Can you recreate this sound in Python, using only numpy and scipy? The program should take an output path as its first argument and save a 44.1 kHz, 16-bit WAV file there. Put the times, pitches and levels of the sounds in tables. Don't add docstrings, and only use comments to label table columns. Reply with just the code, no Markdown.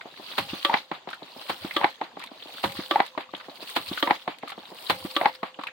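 import sys
import numpy as np
from scipy import signal
from scipy.fft import rfft, irfft, next_fast_len
from scipy.io import wavfile
from scipy.ndimage import uniform_filter1d, minimum_filter1d, map_coordinates

SR = 44100
rng = np.random.default_rng(int(sys.argv[2]) if len(sys.argv) > 2 else 0)


def wav_record(signal):
    frames = np.transpose(np.atleast_2d(signal))
    bounded = np.clip(frames, -1, 1)
    quanta = np.round(bounded * 32767).astype(np.int16)
    wavfile.write(sys.argv[1], SR, quanta)


N = 252252

# start_s, level_db, brightness_db, shake_db (body and plank),
# splash_db and spray_db (strength of this beat's jet), pipe_ring_db
SLAM_EVENTS = [(0.3806, -24, 1.5, -23.5, 2.5, -4, -65), (1.4952, -27.5, -3, -37.5, -.5, -3.5, -63),
               (2.6386, -23, -6, -19, 1.5, -1.5, -54.5), (3.762, -24, 0.5, -34.5, 5, 3.5, -72),
               (4.8973, -21, 0.2, -24, 1.5, 3, -48.5)]
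# start_s, level_db, brightness_db, bounce_knock_db, bounce_pocket_hz, bounce_pocket_db
CLACK_EVENTS = [(.648, -23.5, 7.5, -33.5, 884, -23.5), (1.764, -25.5, 1.5, -33.5, 930, -33),
                (2.9096, -24.5, -3.5, -29, 832, -19), (4.0256, -24, -4.5, -28.5, 930, -26),
                (5.1637, -25.5, 1, -29.5, 684, -26)]
# start_s, knock_db, brightness_db, pocket_db
LANDING_EVENTS = [(-.426, -21, 2, -22), (0.7399, -19.5, 4.5, -25.5), (1.8425, -17, 0.5, -21.5),
                  (3.0013, -21, 0, -20.5), (4.1074, -19.5, 0, -22), (5.2564, -20, 4.5, -17.5)]
# start_s, knock_db, pocket_hz, pocket_over_knock_db
FIRST_RETURN_EVENTS = [(-.252, -31, 800, 2), (0.914, -30.5, 690, -8), (2.0125, -32.5, 824, 3),
                       (3.176, -30, 626, -10), (4.2763, -29.5, 692, -1), (5.43, -30.5, 1110, -5)]
# start_s, level_db, pitch_hz
SPLAT_EVENTS = [(0.01, -44.5, 2070), (0.323, -43.5, 3580), (0.769, -35.5, 950), (1.089, -40.5, 820),
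                (1.131, -38, 1450), (1.71, -36, 2100), (2.216, -44, 776), (2.239, -43, 976),
                (2.424, -43.5, 3370), (2.938, -40, 1140), (3.208, -41.5, 830), (3.349, -39.5, 3250),
                (3.929, -40, 3300), (3.975, -32.5, 1370), (4.476, -41.5, 1180), (4.5, -42.5, 1100),
                (4.52, -39.5, 730), (5.636, -36.5, 1104), (5.67, -34.5, 2425)]
# start_s, level_db
DROP_EVENTS = [(2.238, -47.5), (2.7204, -45), (3.063, -48), (4.3846, -54), (4.5024, -48.5), (4.9814, -56)]

# (relative, per Hz)
SLAM_COLOUR = [(40, -69), (100, -15.5), (220, -10.5), (290, -0.5), (430, -7), (950, 1), (1500, -7),
               (2600, -9), (4200, -9), (5700, -33), (13500, -31), (15500, -30)]
CLACK_COLOUR = [(50, -29), (190, -20.5), (330, 7), (430, -7.5), (750, -2), (1300, -7), (1900, -3.5),
                (2600, -11.5), (3300, 0.5), (4400, -13.5), (5700, -33), (13500, -38), (15500, -31)]
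BOUNCE_COLOUR = [(40, -36), (140, -10), (330, 2), (480, -5), (900, 5.5), (1400, -7.5), (2050, 0.5),
                 (2700, -13.5), (4200, -15), (5400, -37), (9000, -50.5), (15500, -57)]
RETURN_COLOUR = [(50, -46), (150, -9.5), (290, 1), (470, -5), (750, 0), (1150, -1.5), (1400, -11),
                 (2100, -9), (2600, -16), (4200, -19.5), (5500, -44.5), (15500, -51)]
PINCH_COLOUR = [(200, -29), (900, 0), (4300, 8.0), (5700, -16), (13500, -13), (15300, -17)]
PLANK_COLOUR = [(30, -23), (70, -12), (120, -3.0), (190, 0.0), (400, -26), (1000, -36)]
THUMP_COLOUR = [(60, -42), (350, -6.5), (700, -1.0), (2000, -12.5), (4000, -14), (5700, -44.0)]
SPATTER_COLOUR = [(300, -21), (800, 3.5), (1600, -0.5), (3500, -2.0), (4700, -9.5), (5700, -32), (15000, -30)]
SPLAT_COLOUR = [(100, -16.0), (700, -3), (1200, 0), (4000, -1), (5700, -29.5), (15000, -34)]
DROP_COLOUR = [(500, -29), (2000, 6.5), (4200, 8.5), (5700, -9), (9000, -5.0), (15500, -12)]
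# (relative, per Hz)
SLOSH_COLOUR = [(100, -53), (450, -17.5), (680, -4), (860, 0), (1080, -4.5), (1400, -11.5), (2200, -15.5),
                (4200, -27.5), (5500, -65), (15000, -69)]
# frequency_hz, share
HARDNESS = [(600, 0), (2500, 1)]

# (relative, per Hz)
GURGLE_COLOUR = [(25, -45), (70, -22), (130, -10), (260, -1), (400, -4), (700, 2), (1000, 0), (1500, -23),
                 (2500, -30), (5000, -90)]
SPLASH_COLOUR = [(500, -39), (1100, 5), (1600, -6.5), (2400, -2.5), (3300, 4.5), (4400, 5.5), (5000, -2),
                 (5700, -9), (8000, -18.5)]
SPRAY_COLOUR = [(3060, -23), (5200, -23), (5640, -17.5), (6750, -11), (8370, 0.5), (13000, -2.5),
                (15200, 2.5), (15800, 6), (16200, -10)]
MIST_COLOUR = [(11000, -43), (14000, -17), (15000, 0), (15900, -4), (16400, -25)]
# (relative, per Hz)
TRICKLE_COLOUR = [(25, -42), (90, -11), (250, -2), (500, -3.5), (900, 1.5), (1500, -9.5), (3500, -4.5),
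                  (4500, -10), (5500, -19.5), (7000, -16), (8000, -22.5), (11000, -35), (15500, -31)]

# frequency_hz, level_db, t60_s
BODY_MODES = [(510, -26, 0.25), (552, -12.5, 0.51), (777, -15, 0.083), (807, -15, 0.61)]
VALVE_MODES = [(522, -23.5, 0.7), (566, -10.5, 0.3), (1162, 0.5, 0.14), (1220, -57, 0.035),
               (1277, -5.5, 0.092)]
# frequency_hz, side_over_mid_db
BLOW_SIDE = [(100, -22), (700, -5), (1500, -2.5), (3500, -1), (8000, 0.5)]
WATER_SIDE = [(100, -14), (400, -10), (1000, -4.5), (3000, 0), (8000, 0)]
# frequency_hz, t60_s
YARD_DECAY = [(100, 0.15), (800, 0.1), (3000, 0.21), (10000, 0.13)]
# frequency_hz, left_minus_right_db
PORT_BALANCE = [(4000, 0), (6000, 0), (8500, 6.0), (10500, -0.5), (13000, -3.5), (16000, -1)]

# level_db, swell_db_per_s, hold_end_s (after the slam), fall_db_per_s
GURGLE_GUSH = (-52.5, 17.5, 0.19, 144)
SPLASH_GUSH = (-44, 53, 0.3937, 157)
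SPRAY_GUSH = (-55, 75, 0.32, 113)
FULL_FLOW_S = 0.054
CHURN_DB, CHURN_LEAD_S, CHURN_SPREAD_S = -38, 0.017, 0.039
SPRAY_FLUTTER_DB, SPRAY_PATCHY_DB = 1.5, 1.6

BLOW_S = .025
PIPE_HZ, PIPE_T60_S = 516.8, 4.3
THUMP_AFTER_S = .1505
THUMP_DB, THUMP_RING_DB = -35, -44
CRACK_DB = -11
CLACK_RING_DB = -20.5
BOUNCE_AFTER_S, BOUNCE_BRIGHT_DB = .0475, 0.2
LANDING_POCKET_HZ = 817.4

RETURN_COUNT = 4
ROUND_TRIP_S, GAP_SHRINK = .127, .67
RETURN_LOSS_DB = 7.5
RETURN_BRIGHT_DB, RETURN_DULLING_DB = -1, 9
RETURN_POCKET_HZ = 728
LATER_POCKET_DB, POCKET_LOSS_DB = -9, 3.5
SPATTER_LOSS_DB = 1.5

SHOWER_AFTER_S, SHOWER_SPREAD_S = .385, .026
SHOWER_DB, SHOWER_SPLAT_DB, SHOWER_DROP_DB = -50.5, -45.5, -55
SPLAT_HZ, SPLAT_SCATTER_OCT, SPLAT_SWELL_S = 1698, 0.713, 0.0018
STRAY_SPLAT_DB, STRAY_SPLAT_HZ = -49.5, 3260
WET_SCATTER_DB = 1.5

PEAK_LIMIT = 0.7
TOP_HZ = 16250


def amp(db):
    return 10 ** (np.asarray(db) / 20)


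def unit(x):
    return x / np.sqrt(np.mean(x ** 2) + 1e-20)


def sized(x, db):
    energy = np.mean(np.sum(x ** 2, axis=-1))
    return amp(db) * x / np.sqrt(energy / (BLOW_S * SR) + 1e-20)


def along(points, hz):
    f, v = np.transpose(points)
    return np.interp(np.log(hz + 1), np.log(f + 1), v)


def wobble(rate):
    knots = rng.standard_normal(int(N * rate / SR) + 4)
    return map_coordinates(knots, [np.arange(N) * rate / SR])


def clock(size=8192):
    return np.arange(size) / SR, np.fft.rfftfreq(size, 1 / SR)


def add(track, s, x):
    start = round(s * SR)
    if 0 <= start < N:
        track[:, start:start + x.shape[-1]] += x[..., :N - start]


def filtered(x, response):
    m = next_fast_len(N + SR // 2)
    return irfft(rfft(x, m) * response(np.fft.rfftfreq(m, 1 / SR)), m)[..., :N]


def causal(gain):
    cepstrum = irfft(np.log(np.maximum(gain, 1e-6)))
    half = cepstrum.shape[-1] // 2
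    cepstrum[..., 1:half] *= 2
    cepstrum[..., half + 1:] = 0
    return np.exp(rfft(cepstrum))


def left_right(mid, side):
    return np.array([mid + side, mid - side])


def burst(colour_db, db, swell, tail_db, tail_t60):
    t, hz = clock()
    swell = max(swell, 1e-4)
    onset = t / swell * np.exp(1 - t / swell)
    tail = amp(tail_db - 60 * t / tail_t60) * (1 - np.exp(-t / swell))
    hits = rfft((onset + tail) * rng.standard_normal((2, len(t))))
    broad = np.sqrt(np.abs(uniform_filter1d(np.abs(hits) ** 2, size=50, axis=1)) + 1e-9)
    width = amp([0 * hz, along(BLOW_SIDE, hz)])
    mid, side = irfft(hits * causal(amp(colour_db) / broad) * width)
    return left_right(mid, side) * amp(db) / np.sqrt(np.sum(mid ** 2) / (BLOW_S * SR))


def knock(colour, db, bright_db, swell, tail_db, tail_t60):
    _, hz = clock()
    colour_db = along(colour, hz) + bright_db * along(HARDNESS, hz)
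    return burst(colour_db, db, swell, tail_db, tail_t60)


def pocket(hz, db, swell, glide):
    t, _ = clock()
    u = t / swell
    pitch = hz * (1 + glide * np.tanh((u - 1) / 2))
    tone = np.sin(2 * np.pi * np.cumsum(pitch) / SR)
    return sized(u ** 2 * np.exp(-2 * u) * tone, db)


def ring(modes, db):
    t = np.arange(SR) / SR
    total = np.zeros(SR)
    for hz, level, t60 in modes:
        decay = amp(db + level + rng.normal() - 60 * t / t60)
        total += decay * np.sin(2 * np.pi * (hz * t + rng.random()))
    return total * (1 - np.exp(-t / 0.0011))


def bubbles(rate, centre_hz, spread, cycles, size_db, size=400):
    count = int(rate * N / SR)
    when, pitch, strength, place = rng.random((count, 4)).T[:, :, None]
    t = np.arange(size) / SR
    turns = centre_hz * 2 ** (spread * (2 * pitch - 1)) * t
    strengths = amp(-size_db * np.log(np.maximum(strength, .01)))
    grains = strengths * np.exp(-turns / cycles) * np.sin(2 * np.pi * turns)
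    index = ((when * N).astype(int) + np.arange(size)).ravel()
    mid_gain = np.cos(place * np.pi / 2)
    side_gain = np.sin(place * np.pi / 2) * rng.choice([-1, 1], (count, 1))
    return unit(np.array([np.bincount(index, (grains * g).ravel(), N)[:N] for g in (mid_gain, side_gain)]))


def water(colour, grains, grain_db, patchy_db):
    z = signal.stft(rng.standard_normal((2, N)), nperseg=512)[2]
    field = uniform_filter1d(rng.standard_normal(z.shape[1:]), size=7, axis=0)
    field = uniform_filter1d(field, size=4, axis=1)
    rush = unit(signal.istft(z * amp(patchy_db * unit(field)), nperseg=512)[1][:, :N])

    def response(hz):
        return amp(along(colour, hz)) * amp([0 * hz, along(WATER_SIDE, hz)])

    mid, side = filtered(rush + amp(grain_db) * grains, response)
    return left_right(mid, side) / np.std(mid)


def flow(level_db, swell_db_per_s, hold_s, fall_db_per_s, splash_share=0, spray_share=0):
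    power = np.zeros(N)
    for s, *_, splash_db, spray_db, _ in SLAM_EVENTS:
        t = np.arange(N) / SR - s
        sag_db = swell_db_per_s * np.maximum(-t - FULL_FLOW_S, 0) + fall_db_per_s * np.maximum(t - hold_s, 0)
        power += amp(level_db + splash_share * splash_db + spray_share * spray_db - sag_db) ** 2
    return np.sqrt(power)


def surge(db, after_s, spread_s):
    t = np.arange(N) / SR
    return amp(db) * sum(np.exp(-.5 * ((t - s - after_s) / spread_s) ** 2) for s, *_ in LANDING_EVENTS)


def shower(count):
    falls = [s + SHOWER_AFTER_S + SHOWER_SPREAD_S * rng.standard_normal(count) for s, *_ in LANDING_EVENTS]
    return np.concatenate(falls)


def strays(count):
    return (np.arange(count) + rng.random(count)) / count * N / SR


def yard(x):
    hz, t, z = signal.stft(rng.standard_normal((2, SR // 3)), SR, nperseg=256)
    decay = amp(-60 * t / along(YARD_DECAY, hz)[:, None])
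    tail = signal.istft(z * decay, SR, nperseg=256)[1]
    late = np.pad(x, ((0, 0), (SR // 125, 0)))
    return signal.fftconvolve(late, tail / np.linalg.norm(tail[0]), axes=1)[:, :N]


def trickle():
    drips = bubbles(300, centre_hz=2235, spread=1.256, cycles=5.6, size_db=5.5)
    return amp(-56.5 + wobble(26)) * water(TRICKLE_COLOUR, drips, grain_db=-9.0, patchy_db=3.5)


def drops():
    out = np.zeros((2, N))
    faint = [(s, SHOWER_DROP_DB + WET_SCATTER_DB * rng.normal()) for s in shower(count=2)]
    for s, db in DROP_EVENTS + faint:
        add(out, s, knock(DROP_COLOUR, db, 0, swell=0.0012, tail_db=-4, tail_t60=0.061))
    return out


def pipe_ring():
    t = np.arange(N) / SR
    gain = np.zeros(N)
    for s, *_, ring_db in SLAM_EVENTS:
        gain = np.where(t < s, gain, amp(ring_db - 60 * np.abs(t - s) / PIPE_T60_S))
    gain = np.sqrt(2) * uniform_filter1d(gain, size=441) * amp(1.6 * wobble(9.8))
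    return gain * np.sin(2 * np.pi * PIPE_HZ * t)


def splats():
    out = np.zeros((2, N))
    _, hz = clock()
    wet = along(SPLAT_COLOUR, hz)
    small = [(s, SHOWER_SPLAT_DB, SPLAT_HZ) for s in shower(count=3)]
    small += [(s, STRAY_SPLAT_DB, STRAY_SPLAT_HZ) for s in strays(count=16)]
    scattered = []
    for s, db, pitch_hz in small:
        octaves = SPLAT_SCATTER_OCT * rng.uniform(-1.014, 1)
        scattered.append((s, db + WET_SCATTER_DB * rng.normal(), pitch_hz * 2 ** octaves))
    for s, db, pitch_hz in SPLAT_EVENTS + scattered:
        bubble_db = 13 * np.exp(-(np.log2((hz + 1) / pitch_hz) / 0.31) ** 2)
        add(out, s - .001, burst(wet + bubble_db, db - 2.0, SPLAT_SWELL_S, tail_db=-11, tail_t60=0.11))
        add(out, s, pocket(pitch_hz, db - 8.5, swell=0.0036, glide=0.19))
    return out


def gush():
    low = np.hypot(flow(*GURGLE_GUSH), surge(CHURN_DB, -CHURN_LEAD_S, CHURN_SPREAD_S))
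    falling = surge(SHOWER_DB, SHOWER_AFTER_S, SHOWER_SPREAD_S)
    middle = np.hypot(flow(*SPLASH_GUSH, splash_share=0.33), falling)
    high = flow(*SPRAY_GUSH, spray_share=0.64)
    top = flow(*SPRAY_GUSH, spray_share=1.5)
    flutter = wobble(45)

    glugs = bubbles(250, centre_hz=802, spread=1.05, cycles=8.4, size_db=4.5)
    gurgle = water(GURGLE_COLOUR, glugs, grain_db=-17.0, patchy_db=5.0)
    gurgle = low * amp(-0.5 + 0.49 * wobble(24)) * gurgle

    fizz = bubbles(1200, centre_hz=2700, spread=.9, cycles=3, size_db=4)
    splash = water(SPLASH_COLOUR, fizz, grain_db=-3.5, patchy_db=3.5)
    splash = middle * amp(-1.0 + 2.9 * flutter) * splash

    droplets = bubbles(1400, centre_hz=8700, spread=1.0, cycles=0.94, size_db=6.5)
    spray = water(SPRAY_COLOUR, droplets, grain_db=-4.0, patchy_db=SPRAY_PATCHY_DB)
    spray = high * amp(-.7 + SPRAY_FLUTTER_DB * wobble(130) + 0.89 * flutter) * spray

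    specks = bubbles(500, centre_hz=14500, spread=0.13, cycles=3.3, size_db=8)
    mist = water(MIST_COLOUR, specks, grain_db=-5, patchy_db=0.0)
    mist = top * amp(-12 + 1.5 * flutter) * mist
    return gurgle + splash + spray + mist


def returns():
    out = np.zeros((2, N))
    for (landing_s, *_), (s, first_db, first_hz, pocket_over_db) in zip(LANDING_EVENTS, FIRST_RETURN_EVENTS):
        gap_s = s - landing_s
        for trip in range(RETURN_COUNT):
            db = first_db - RETURN_LOSS_DB * np.log2(trip + 1)
            bright_db = RETURN_BRIGHT_DB - RETURN_DULLING_DB * trip
            spatter_db = db - 11 - SPATTER_LOSS_DB * trip
            hz = RETURN_POCKET_HZ if trip else first_hz
            pocket_db = db + (LATER_POCKET_DB - POCKET_LOSS_DB * trip if trip else pocket_over_db)
            add(out, s - .009, pocket(hz, pocket_db - 16, swell=0.0074, glide=0.033))
            add(out, s, knock(RETURN_COLOUR, db, bright_db, swell=0.0019, tail_db=-3.0, tail_t60=0.089))
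            add(out, s, pocket(hz, pocket_db, swell=0.0036, glide=0.25))
            spatter = knock(SPATTER_COLOUR, spatter_db, bright_db=-2.5, swell=0.017, tail_db=-30, tail_t60=.1)
            add(out, s + .012, spatter)
            gap_s = ROUND_TRIP_S + (gap_s - ROUND_TRIP_S) * GAP_SHRINK
            s += gap_s
    return out


def bounces():
    out = np.zeros((2, N))
    blows = [(s + BOUNCE_AFTER_S, db, BOUNCE_BRIGHT_DB, hz, pocket_db)
             for s, _, _, db, hz, pocket_db in CLACK_EVENTS]
    blows += [(s, db, bright_db, LANDING_POCKET_HZ, pocket_db)
              for s, db, bright_db, pocket_db in LANDING_EVENTS]
    for s, db, bright_db, hz, pocket_db in blows:
        squeeze = knock(SLOSH_COLOUR, db - 9.5, bright_db=3, swell=0.0081, tail_db=-25, tail_t60=.05)
        add(out, s - .012, squeeze)
        add(out, s, knock(BOUNCE_COLOUR, db - .8, bright_db, swell=0.0018, tail_db=-28, tail_t60=0.019))
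        add(out, s, pocket(hz, pocket_db, swell=0.0041, glide=0.14))
        add(out, s + .011, pocket(hz * 1.08, db - 14, swell=0.0048, glide=0.25))
        churn = knock(SLOSH_COLOUR, db=-34.0, bright_db=-1.5, swell=0.0096, tail_db=-25, tail_t60=.08)
        add(out, s + .006, churn)
    return out


def clacks():
    out = np.zeros((2, N))
    for s, db, bright_db, *_ in CLACK_EVENTS:
        add(out, s, knock(CLACK_COLOUR, db, bright_db, swell=0.002, tail_db=-4, tail_t60=0.07))
        crack = knock(CLACK_COLOUR, db + CRACK_DB, bright_db + 0.5, swell=0.00043, tail_db=-30, tail_t60=.02)
        add(out, s + .001, crack)
        add(out, s + 0.00097, ring(VALVE_MODES, CLACK_RING_DB))
    return out


def thumps():
    out = np.zeros((2, N))
    for slam_s, *_ in SLAM_EVENTS:
        s, db = slam_s + THUMP_AFTER_S, THUMP_DB
        add(out, s - .04, pocket(hz=95.8, db=db - 17.5, swell=0.025, glide=0.082))
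        add(out, s, pocket(hz=291.0, db=db + 0.5, swell=0.0042, glide=0.31))
        add(out, s - .002, pocket(hz=183.0, db=db - 8.5, swell=0.0065, glide=.05))
        add(out, s, knock(THUMP_COLOUR, db - 6.5, 0, swell=0.0075, tail_db=-4, tail_t60=0.16))
        add(out, s, ring(VALVE_MODES, THUMP_RING_DB))
    return out


def slams():
    out = np.zeros((2, N))
    _, hz = clock()
    plank = along(PLANK_COLOUR, hz)
    for s, db, bright_db, shake_db, _, spray_db, _ in SLAM_EVENTS:
        hiss = knock(PINCH_COLOUR, db=-39.5, bright_db=spray_db, swell=0.0084, tail_db=-25, tail_t60=.05)
        add(out, s - .011, hiss)
        add(out, s - .0005, knock(SLAM_COLOUR, db, bright_db, swell=0.0037, tail_db=-2, tail_t60=0.12))
        add(out, s, ring(BODY_MODES, shake_db - 5.5))
        add(out, s + .008, burst(plank, shake_db - 18, swell=0.015, tail_db=-20, tail_t60=0.24))
    return out


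def scene():
    background = trickle() + drops() + pipe_ring() + gush()
    pump = splats() + returns() + bounces() + clacks() + thumps() + slams()
    return background + pump + amp(-15.5) * yard(pump)


def record(dry):
    needed = 1 / np.maximum(np.abs(dry).max(axis=0) / PEAK_LIMIT, 1)
    gain = uniform_filter1d(minimum_filter1d(needed, size=180), size=180)

    def ports(hz):
        return amp(np.outer([.5, -.5], along(PORT_BALANCE, hz))) * (hz < TOP_HZ)

    return filtered(dry * gain, ports)


dry = scene()
out = record(dry)
wav_record(out)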